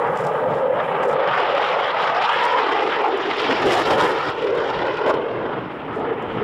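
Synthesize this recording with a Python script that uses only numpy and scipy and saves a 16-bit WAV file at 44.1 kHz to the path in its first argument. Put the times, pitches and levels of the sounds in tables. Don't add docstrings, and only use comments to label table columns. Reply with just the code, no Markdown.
import sys
import numpy as np
from scipy import signal
from scipy.fft import rfft, irfft, next_fast_len
from scipy.io import wavfile
from scipy.ndimage import uniform_filter1d

SR = 44100
rng = np.random.default_rng(int(sys.argv[2]) if len(sys.argv) > 2 else 0)


def wav_out(sig):
    wavfile.write(sys.argv[1], SR, np.round(np.clip(np.atleast_2d(sig).T, -1, 1) * 32767).astype(np.int16))


def elevation(decibels):
    levels = np.asarray(decibels, float)
    return 10 ** (levels / 20)


N = 283563

# start in seconds, length in seconds, level in dB.
RUSTLES = [
    (0.062, 0.3, -61.5),
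    (0.159, 0.14, -50.5),
    (0.286, 0.13, -73),
    (.5, 0.11, -54.5),
    (1.025, 0.04, -45),
    (1.078, .065, -44.5),
    (2.312, 0.058, -56),
    (2.402, 0.087, -53.5),
    (5.928, 0.079, -59.5),
    (6.22, 0.25, -70),
]
# time in seconds, peak in dB.
CLICKS = [(0.0682, -53.5), (0.172, -33.5), (0.2064, -43), (0.234, -47), (0.2677, -30.5), (1.0301, -35),
          (1.0914, -47), (1.1124, -37.5), (1.3458, -46), (1.3785, -49), (1.4641, -54.5), (1.6696, -45),
          (1.7015, -49), (1.8013, -45.5), (1.87, -42), (1.917, -50), (1.9914, -44), (2.0218, -38.5),
          (2.2428, -40.5), (2.3286, -36.5), (2.3444, -42), (2.4119, -38), (2.4364, -29), (2.451, -22),
          (2.4768, -43.5), (2.5242, -39), (2.589, -40), (2.6994, -45.5), (2.8324, -43.5), (2.8544, -45),
          (3.019, -41.5), (3.0833, -38), (3.1736, -39.5), (3.3123, -55), (3.3683, -39), (3.3992, -35),
          (3.417, -37.5), (3.4989, -37.5), (3.6194, -35), (4.1454, -44.5), (4.1894, -51.5), (4.2527, -43.5),
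          (4.2757, -44), (4.3001, -39.5), (4.4218, -43), (4.4433, -46.5), (4.5515, -38.5), (4.575, -40),
          (4.6594, -56), (4.7016, -48), (4.789, -59), (4.8648, -51), (4.9721, -51), (5.023, -53),
          (5.9314, -58), (5.9574, -48), (6.2237, -47.5), (6.3255, -56), (6.3525, -53)]
# time in seconds, peak in dB.
SHOCK_FRONTS = [(1.2426, -28), (1.2752, -21.5), (1.378, -21.5), (1.5876, -21), (1.614, -26.5),
                (1.6459, -23), (1.911, -30), (1.988, -26), (2.0214, -19), (2.0545, -24), (2.148, -18),
                (2.2215, -20), (2.278, -23.5), (2.439, -15), (2.6042, -19.5), (2.8053, -24.5), (2.915, -30),
                (2.9592, -26.5), (2.9879, -24.5), (3.2106, -23.5), (3.4163, -18), (3.4926, -23),
                (3.5143, -30.5), (3.802, -16), (4.022, -17.5), (4.1916, -25.5), (4.255, -26), (4.2877, -20),
                (4.3646, -30.5), (4.422, -33.5), (4.4431, -24), (4.469, -25), (4.5057, -22.5),
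                (4.6025, -22), (4.702, -20), (4.789, -29.5), (4.8681, -22), (4.917, -35), (4.9427, -26),
                (4.971, -19.5), (4.9913, -27), (5.063, -22.5), (5.14, -25.5)]
# frequency in Hz, density in dB per Hz.
EXHAUST_COLOR = [(15, -73), (25, -27.5), (81, -25.5), (110, -15.5), (150, -9.5), (202, -12), (257, -5.5),
                 (438, -1), (637, -1), (811, -2), (1280, -5), (1550, -10.5), (1900, -11.5), (2430, -14.5),
                 (2700, -16.5), (3050, -17.5), (3500, -24), (4300, -30), (5280, -39), (6200, -48.5),
                 (8000, -60), (15000, -78.5)]
REGIONS_HZ = (90, 160, 280, 430, 1050, 2800)
# time in seconds, level in dB, haze (rasp lost in the air) in dB.
FLIGHT_PATH = [(0, -20, 21), (.73, -22.5, 19), (.8, -23.5, 12), (1.23, -23.5, 9), (1.29, -18.5, 7.5),
               (2.0, -24.5, 5), (2.33, -25.5, -0.5), (2.85, -22.5, 6), (3.15, -23.5, 8),
               (3.35, -30.5, -0.5), (3.72, -17, 9), (4.1, -22.5, 8), (4.33, -30.5, 7), (4.55, -26, 8.5),
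               (5.14, -23, 14), (5.19, -24.5, 16.5), (5.5, -29.5, 11), (5.78, -34, 9), (6.43, -28.5, 10)]
# time in seconds, share from 0 to 1.
TAIL_ON = [
    (0, 0.24),
    (.9, 0.09),
    (1.5, 0.38),
    (3.1, 0.37),
    (3.72, 0.82),
    (4.35, 0.52),
    (4.8, 0.8),
    (5.5, 0.6),
    (6.43, 0.82),
]
# time in seconds, rise and fall in seconds,
# low roar in dB, upper roar in dB.
AIR_GUSTS = [(0.172, 0.13, -6, -1), (.66, 0.18, 5.5, 2), (0.797, 0.19, 0.5, -3.5), (1.082, 0.22, 7.5, 1.5),
             (1.34, 0.067, -10, 2), (1.56, 0.06, 4.5, -0.5), (1.678, 0.033, -8, -1), (1.772, 0.051, 1.5, 3),
             (2.08, 0.21, 1, 4.5), (2.283, 0.11, -6, 5.5), (2.572, 0.055, 4.5, 6.5),
             (2.882, 0.072, 5, -3.5), (2.928, 0.089, -10.5, -2.5), (3.057, 0.031, -3.5, 9.5),
             (3.166, 0.062, -2.5, -3), (3.228, 0.045, -5, -0.5), (3.51, 0.048, 6, 3), (3.6, 0.072, -6, -1),
             (3.666, 0.029, 9.5, -4), (3.845, 0.027, -5, -6.5), (4.012, 0.15, 0.5, 3),
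             (4.141, 0.078, 1, 1.5), (4.218, 0.047, -3.5, 6), (4.492, 0.17, 4.5, -3.5),
             (4.818, 0.035, -2.5, 2.5), (4.958, 0.082, -5.5, -4), (5.1, 0.041, 7, 13),
             (1.22, 0.044, 4, 3.5), (1.42, 0.038, 3, -3), (.45, 0.058, 2, 3), (2.45, 0.051, 3, 4.5),
             (3.33, 0.058, 0, 4.5), (3.76, 0.046, -3.5, 1.5), (3.92, 0.04, 3.5, 7.5),
             (4.299, 0.042, 1.5, 3.5), (4.6, 0.044, 2, 2.5), (4.72, .03, -1, -0.5), (4.52, .025, 0.5, 0.5),
             (.8, .05, 3.5, 6), (1.8, 0.051, 3, 3), (5.5, 0.15, 1, 1), (5.681, 0.067, -5.5, 0),
             (5.899, 0.072, -1, 2), (6.3, 0.052, -0.5, 0), (.04, 0.13, -1.5, 4.5), (1.9, 0.054, 3.5, -2),
             (5.249, 0.22, 1, -2.5), (6.028, 0.14, 7, 3.5), (6.118, 0.018, 10, -1), (5.0, .04, 2, 0.5),
             (4.75, .05, -3, -2), (1.72, 0.088, 1, -2.5)]
# time in seconds, size in dB.
RUMBLE_BOOMS = [(0.111, 0), (0.502, 12), (.75, 5.5), (.95, -1.5), (1.13, 0), (1.22, -8), (1.339, 7),
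                (1.52, 4), (1.75, 3.5), (2.08, 7), (2.4, 4.5), (2.701, 5), (2.851, 3.5), (3.15, -3),
                (3.4, -5.5), (3.67, 3), (3.98, 8), (4.28, 6), (4.65, -5.5), (4.85, -1.5), (5.1, -1),
                (5.37, 4), (5.6, 6), (5.901, 5.5), (6.18, -1), (6.42, 3.5)]
# time in seconds, rise and fall in seconds, size in dB.
AIR_VEILS = [(1.0, 0.32, -12.5), (2.3, 0.31, -0.5), (3.52, 0.91, 5.5), (4.24, 0.27, 6.5), (4.75, 1, 10),
             (6.2, 0.23, -4), (.55, 0.16, 4.5), (1.3, .1, -4.5), (1.7, 0.17, 3), (2.05, 0.07, 8.5),
             (2.85, 0.09, 7.5), (3.85, 0.12, 5), (5.3, .1, 2.5), (5.7, 0.27, 1.5)]
# time in seconds, comb spacing in Hz, share from 0 to 1,
# phase turn on the soft grass in radians.
GROUND_ECHO = [(0, 320, 0.3, 2.54), (.6, 364, 0.5, 3.8), (1.2, 358, 0.33, 2.5), (1.8, 323, 0.23, 3.7),
               (2.2, 414, 0.44, 2.2), (2.6, 418, 0.47, 0.72), (3.3, 405, 0.17, 0.18), (4, 487, 0.5, 0.33),
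               (5, 457, 0.71, 0.033), (5.7, 485, 0.08, 0.11), (6.43, 458, 0.18, 0.082)]
# time in seconds, center in Hz, level in dB.
LOW_HOWL = [(0, 499, -1), (.2, 491, -8), (.4, 501.6, -4.5), (.6, 518, -5), (.85, 523, -7.5),
            (1.0, 500, -6.5), (1.2, 520.4, -1), (1.5, 542, -2), (1.7, 549.3, -5.5), (1.9, 530, -9.5),
            (2.2, 501, -2.5), (2.45, 480.5, -1), (2.75, 448.7, -3), (3.0, 439.6, 0.5), (3.2, 420.3, -1),
            (3.45, 450, -3.5), (3.65, 399.7, -9), (4.05, 449.6, -2), (4.3, 441, -6.5), (4.55, 450.2, -2),
            (4.8, 441, -9), (5.05, 449.8, -2.5), (5.25, 440, -6), (5.5, 451.5, -4.5), (6.0, 430.5, -5),
            (6.43, 440.5, -4)]
# time in seconds, rise and fall in seconds, size in dB.
HIGH_HOWL_FLARES = [(.03, .05, 7), (.45, .1, 5), (.85, .1, 5), (1.25, .08, 2), (1.5, .1, 5), (1.75, .12, 5),
                    (2.0, .1, 1.5), (3.55, .08, -6), (3.95, 0.11, 4), (4.28, 0.061, 1), (4.45, .08, -6),
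                    (4.6, 0.059, -3.5), (4.7, .03, 6), (4.82, 0.05, 9), (4.95, .06, 0), (5.07, 0.054, 8),
                    (5.22, .08, -3), (5.5, .12, 0), (6.04, .06, 6)]
# time in seconds, center in Hz, level against the roar in dB.
BANKING_HOWL = [(1.75, 638, -45), (1.95, 659.7, -5), (2.1, 662, -3.5), (2.23, 791, 8.5), (2.33, 898.5, -5),
                (2.45, 950.4, 7.5), (2.52, 970, 0), (2.58, 1000, 4), (2.66, 906, -4), (2.82, 801, -1),
                (2.95, 810, -17), (3.06, 802, 12), (3.15, 805, -14), (3.3, 805, -46)]
# start in seconds, length in seconds, share of the squeeze from 0 to 1,
# excess gain in dB, tearing in dB.
MIC_OVERLOADS = [(3.396, 0.16, 0.47, 0.5, -60.5), (3.602, .05, .5, 0.1, -59), (3.655, .07, 1, -0.5, -48),
                 (3.719, 0.038, 0.84, 0, -37), (3.761, .075, 1, -1, -42.5), (3.839, 0.033, .6, 0.5, -66),
                 (3.853, .112, 0.92, -1, -47), (3.974, 0.15, 1, 1, -46), (4.117, 0.12, .4, -0.5, -58),
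                 (3.508, 0.98, 0.66, -0.5, -55), (4.24, 0.064, 0.094, 2.5, -57),
                 (5.062, .014, 0.63, 4.5, -54.5), (5.103, .01, .9, 0.5, -47.5),
                 (5.078, 0.025, 0.95, 0, -49.5), (5.133, .016, 0.91, 2.5, -55),
                 (5.144, 0.012, 0.97, 0.5, -55)]


def in_time(rows):
    s, *columns = np.transpose(rows)
    return [np.interp(np.arange(N) / SR, s, c) for c in columns]


def rms_one(x):
    return x / np.sqrt(np.mean(x ** 2) + 1e-20)


def band(x, low_hz, high_hz):
    return signal.sosfilt(signal.butter(2, [low_hz, min(high_hz, .45 * SR)], "band", fs=SR, output="sos"), x)


def soft(x, hz, kind="low"):
    return signal.sosfilt(signal.butter(1, hz, kind, fs=SR, output="sos"), x)


def drift(rate):
    r = np.exp(-80 * np.pi * rate / SR)
    slow = signal.lfilter([1], [1, -2 * r, r * r], rng.standard_normal(N // 40 + 2002))[2000:]
    return np.interp(np.arange(N) / 40, np.arange(len(slow)), rms_one(slow))


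def delayed(x, seconds):
    return np.interp(np.arange(N) - seconds * SR, np.arange(N), x)


def swells(s, length_s, size_db):
    coarse = np.arange(0, N + 32, 32)
    x = (coarse / SR - np.reshape(s, (-1, 1))) / np.reshape(length_s, (-1, 1))
    bumps = np.cos(np.pi / 2 * np.clip(x, -1, 1)) ** 2
    return np.interp(np.arange(N), coarse, np.asarray(size_db) @ bumps)


def spans(start_s, length_s, size, edge_s):
    x = np.arange(N) / SR - np.reshape(start_s, (-1, 1))
    inside = np.minimum(x, np.reshape(length_s, (-1, 1)) - x)
    return np.asarray(size) @ np.clip(inside / edge_s + .5, 0, 1)


def dying_away(strikes, tail_s):
    return signal.lfilter([1], [1, -elevation(-60 / (tail_s * SR))], strikes + 1e-18)


def ducked():
    return np.clip((np.arange(N) / SR - 1.12) / 0.35, 0, 1)


def airfield():
    wind = band(rng.standard_normal(N), 14, 90) * elevation(2.0 * drift(6))
    hiss = band(rng.standard_normal(N), 4600, 12000) * elevation(1.4 * drift(8))
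    hiss = hiss + .2 * rng.standard_normal(N)
    return elevation(-54.5) * rms_one(wind) + elevation(-64 - 13 * ducked()) * rms_one(hiss)


def clicks(rasp_db):
    tail_s, rise_s, trim_db = .02, .004, -2.5
    s, peak_db = np.transpose(CLICKS)
    strikes = np.zeros(N)
    strikes[[min(round(t * SR), N - 1) for t in s]] = elevation(peak_db + trim_db)
    stray_db = 1.5 * rasp_db - 14 + 3.0 * rng.standard_normal(N)
    strikes += (rng.random(N) < 9 / SR) * elevation(stray_db)
    dying = dying_away(strikes, tail_s)
    for _ in range(2):
        dying = uniform_filter1d(dying, size=round(rise_s * SR))
    return 1.94 * dying * rng.standard_normal(N)


def rustling():
    grains = elevation(4.5 * np.minimum(rng.exponential(1, N), 4))
    grains = grains * (rng.random(N) < 2500 / SR) * rng.choice([-1, 1], N)
    s, length_s, level_db = np.transpose(RUSTLES)
    level = spans(s, length_s, elevation(level_db), edge_s=0.019)
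    return 1.18 * level * elevation(2.0 * drift(40)) * rms_one(grains)


def cameras(rasp_db):
    snaps = clicks(rasp_db) + rustling()
    return band(snaps, 2800, 8500) + .13 * band(snaps, 8000, 16000)


def crackle():
    low_hz, high_hz, tail_s, trim_db = 1900, 4640, 0.018, -7.5
    s, peak_db = np.transpose(SHOCK_FRONTS)
    fronts = np.zeros(N)
    fronts[[round(t * SR) for t in s]] = elevation(peak_db + trim_db)
    dying = uniform_filter1d(dying_away(fronts, tail_s), size=100)
    burst = band(dying * rng.standard_normal(N), low_hz, high_hz)
    return 2 * band(burst, low_hz, 1.4 * high_hz)


def arrival():
    path_db, haze_db = in_time(FLIGHT_PATH)
    astern = in_time(TAIL_ON)[0]
    s, length_s, low_db, upper_db = np.transpose(AIR_GUSTS)
    low_db = swells(s, length_s, low_db)
    upper_db = swells(s, length_s, upper_db)
    level_db = path_db + low_db

    s, boom_db = np.transpose(RUMBLE_BOOMS)
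    rumble_db = -44 + 27 * astern - 18 * ducked()
    rumble_db = rumble_db + swells(s, 0.11, boom_db) + 2 * drift(4.2)

    upper_balance_db = upper_db - low_db - 0.36 * haze_db - 3.5 * astern
    rasp_db = path_db - haze_db + 0.19 * upper_db
    return level_db, upper_balance_db, rumble_db - level_db, rasp_db


def mixing_noise(shape_db, rasp_db):
    hz_points, db_points = np.transpose(EXHAUST_COLOR)
    size = next_fast_len(N)
    log_hz = np.log(np.arange(size // 2 + 1) * SR / size + 1)
    color = elevation(np.interp(log_hz, np.log(hz_points), db_points))
    mixing = rfft(rng.standard_normal(size)) * color
    places = np.log([*REGIONS_HZ, 2.2 * REGIONS_HZ[-1]])
    gusts = drift(25) + .9 * drift(60)
    unrest = np.interp(rasp_db, [-45, -32], [.5, 1])
    out = 0
    for hz in 20 * 2 ** (np.arange(30) / 3):
        part = np.clip(1 - np.abs(log_hz - np.log(hz)) * 3 / np.log(2), 0, 1)
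        weights = [np.interp(np.log(hz), places, row) for row in np.eye(len(places))]
        shake_db = (min(hz, 2500) / 1000) ** .3 * unrest * (1.1 * gusts + 1.5 * drift(16))
        shake_db = shake_db + 1.0 * drift(4)
        out = out + irfft(mixing * part, size)[:N] * elevation(weights @ shape_db + shake_db)
    return out


def with_ground_echo(x):
    spacing_hz, share, turn = in_time(GROUND_ECHO)
    dull = soft(x, 1500)
    turned = np.real(signal.hilbert(dull, next_fast_len(N))[:N] * np.exp(1j * turn))
    late_s = (1 + 0.071 * drift(1.6)) / spacing_hz
    return x + np.clip(share, 0, 1) * delayed(turned, late_s)


def howl(center_hz, width_hz):
    low = signal.butter(2, width_hz / 2, fs=SR, output="sos")
    real, imag = signal.sosfilt(low, rng.standard_normal((2, N)))
    phase = 2 * np.pi * np.cumsum(center_hz) / SR
    return rms_one(real * np.cos(phase) + imag * np.sin(phase))


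def howling_ridges(upper_db):
    low_hz, low_db = in_time(LOW_HOWL)
    low_hz = low_hz + 14 * drift(3.967)
    low_db = low_db - 0.32 * upper_db + 2.5 * drift(3.66)
    high_hz = 827 + 35 * drift(4)
    flare_db = swells(*np.transpose(HIGH_HOWL_FLARES))
    high_db = -10 + flare_db + 0.68 * upper_db + 2.5 * drift(7.6)
    bank_hz, bank_db = in_time(BANKING_HOWL)
    return (elevation(low_db) * howl(low_hz, width_hz=72.5)
            + elevation(high_db) * howl(high_hz, width_hz=236)
            + elevation(bank_db) * howl(bank_hz, width_hz=85))


def jet(level_db, upper_db, rumble_db, rasp_db):
    treble_db = rasp_db - level_db
    astern = in_time(TAIL_ON)[0]
    turn = in_time(GROUND_ECHO)[2]
    deep_db = rumble_db + 15 * astern
    dip_db = 0.3 * rumble_db - 5.27 * turn
    top_db = treble_db + .7 * rasp_db + swells(*np.transpose(AIR_VEILS))
    shape_db = [deep_db, rumble_db, dip_db, 0 * level_db, upper_db, treble_db, top_db]
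    shape_db = np.array([c - np.mean(c) for c in shape_db])
    heard = with_ground_echo(mixing_noise(shape_db, rasp_db))
    core = band(heard, 250, 680)
    return elevation(level_db) * (heard / np.std(core) + howling_ridges(shape_db[4]))


def scene():
    heard = arrival()
    return (airfield() + cameras(heard[-1]) + crackle() + jet(*heard))[None]


def overloaded(x):
    ceiling_db, squeezed_db, edge_s, hardness = -9.3, -10.8, .013, 6.0
    s, length_s, share, excess_db, tear_db = np.transpose(MIC_OVERLOADS)
    lag = spans(s, length_s, share, edge_s)
    top = elevation(ceiling_db + (squeezed_db - ceiling_db) * lag)
    loud_db = 10 * np.log10(uniform_filter1d(x ** 2, size=round(.04 * SR)) + 1e-12)
    x = x * elevation(spans(s, length_s, excess_db, edge_s))
    x = x * elevation(-.35 * (1.5 - lag) * np.maximum(loud_db + 21, 0))
    x = x / (1 + np.abs(x / top) ** hardness) ** (1 / hardness)
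    tear = np.abs(x) / top * elevation(1.0 * drift(40)) * rng.standard_normal(N)
    tear = soft(soft(tear, [3000, 6000], "band"), 11000)
    return x + 4.5 * spans(s, length_s, elevation(tear_db), edge_s) * tear


def scan_whistle():
    wobble = 1.5 * drift(8)
    level_db = -77 - 7 * ducked() + 3 * drift(5)
    return elevation(level_db) * np.sin(2 * np.pi * 15633 * np.arange(N) / SR + wobble)


def low_pass(x):
    return signal.sosfilt(signal.butter(12, 15710, fs=SR, output="sos"), x)


def record(dry):
    x = overloaded(dry[0])
    treble = soft(x, 3500, "high")
    x = x - .32 * delayed(treble, 1 / 2045)
    x = soft(x, 60, "high")
    x = x + scan_whistle()
    return low_pass(x[None])


dry = scene()
out = record(dry)
wav_out(out)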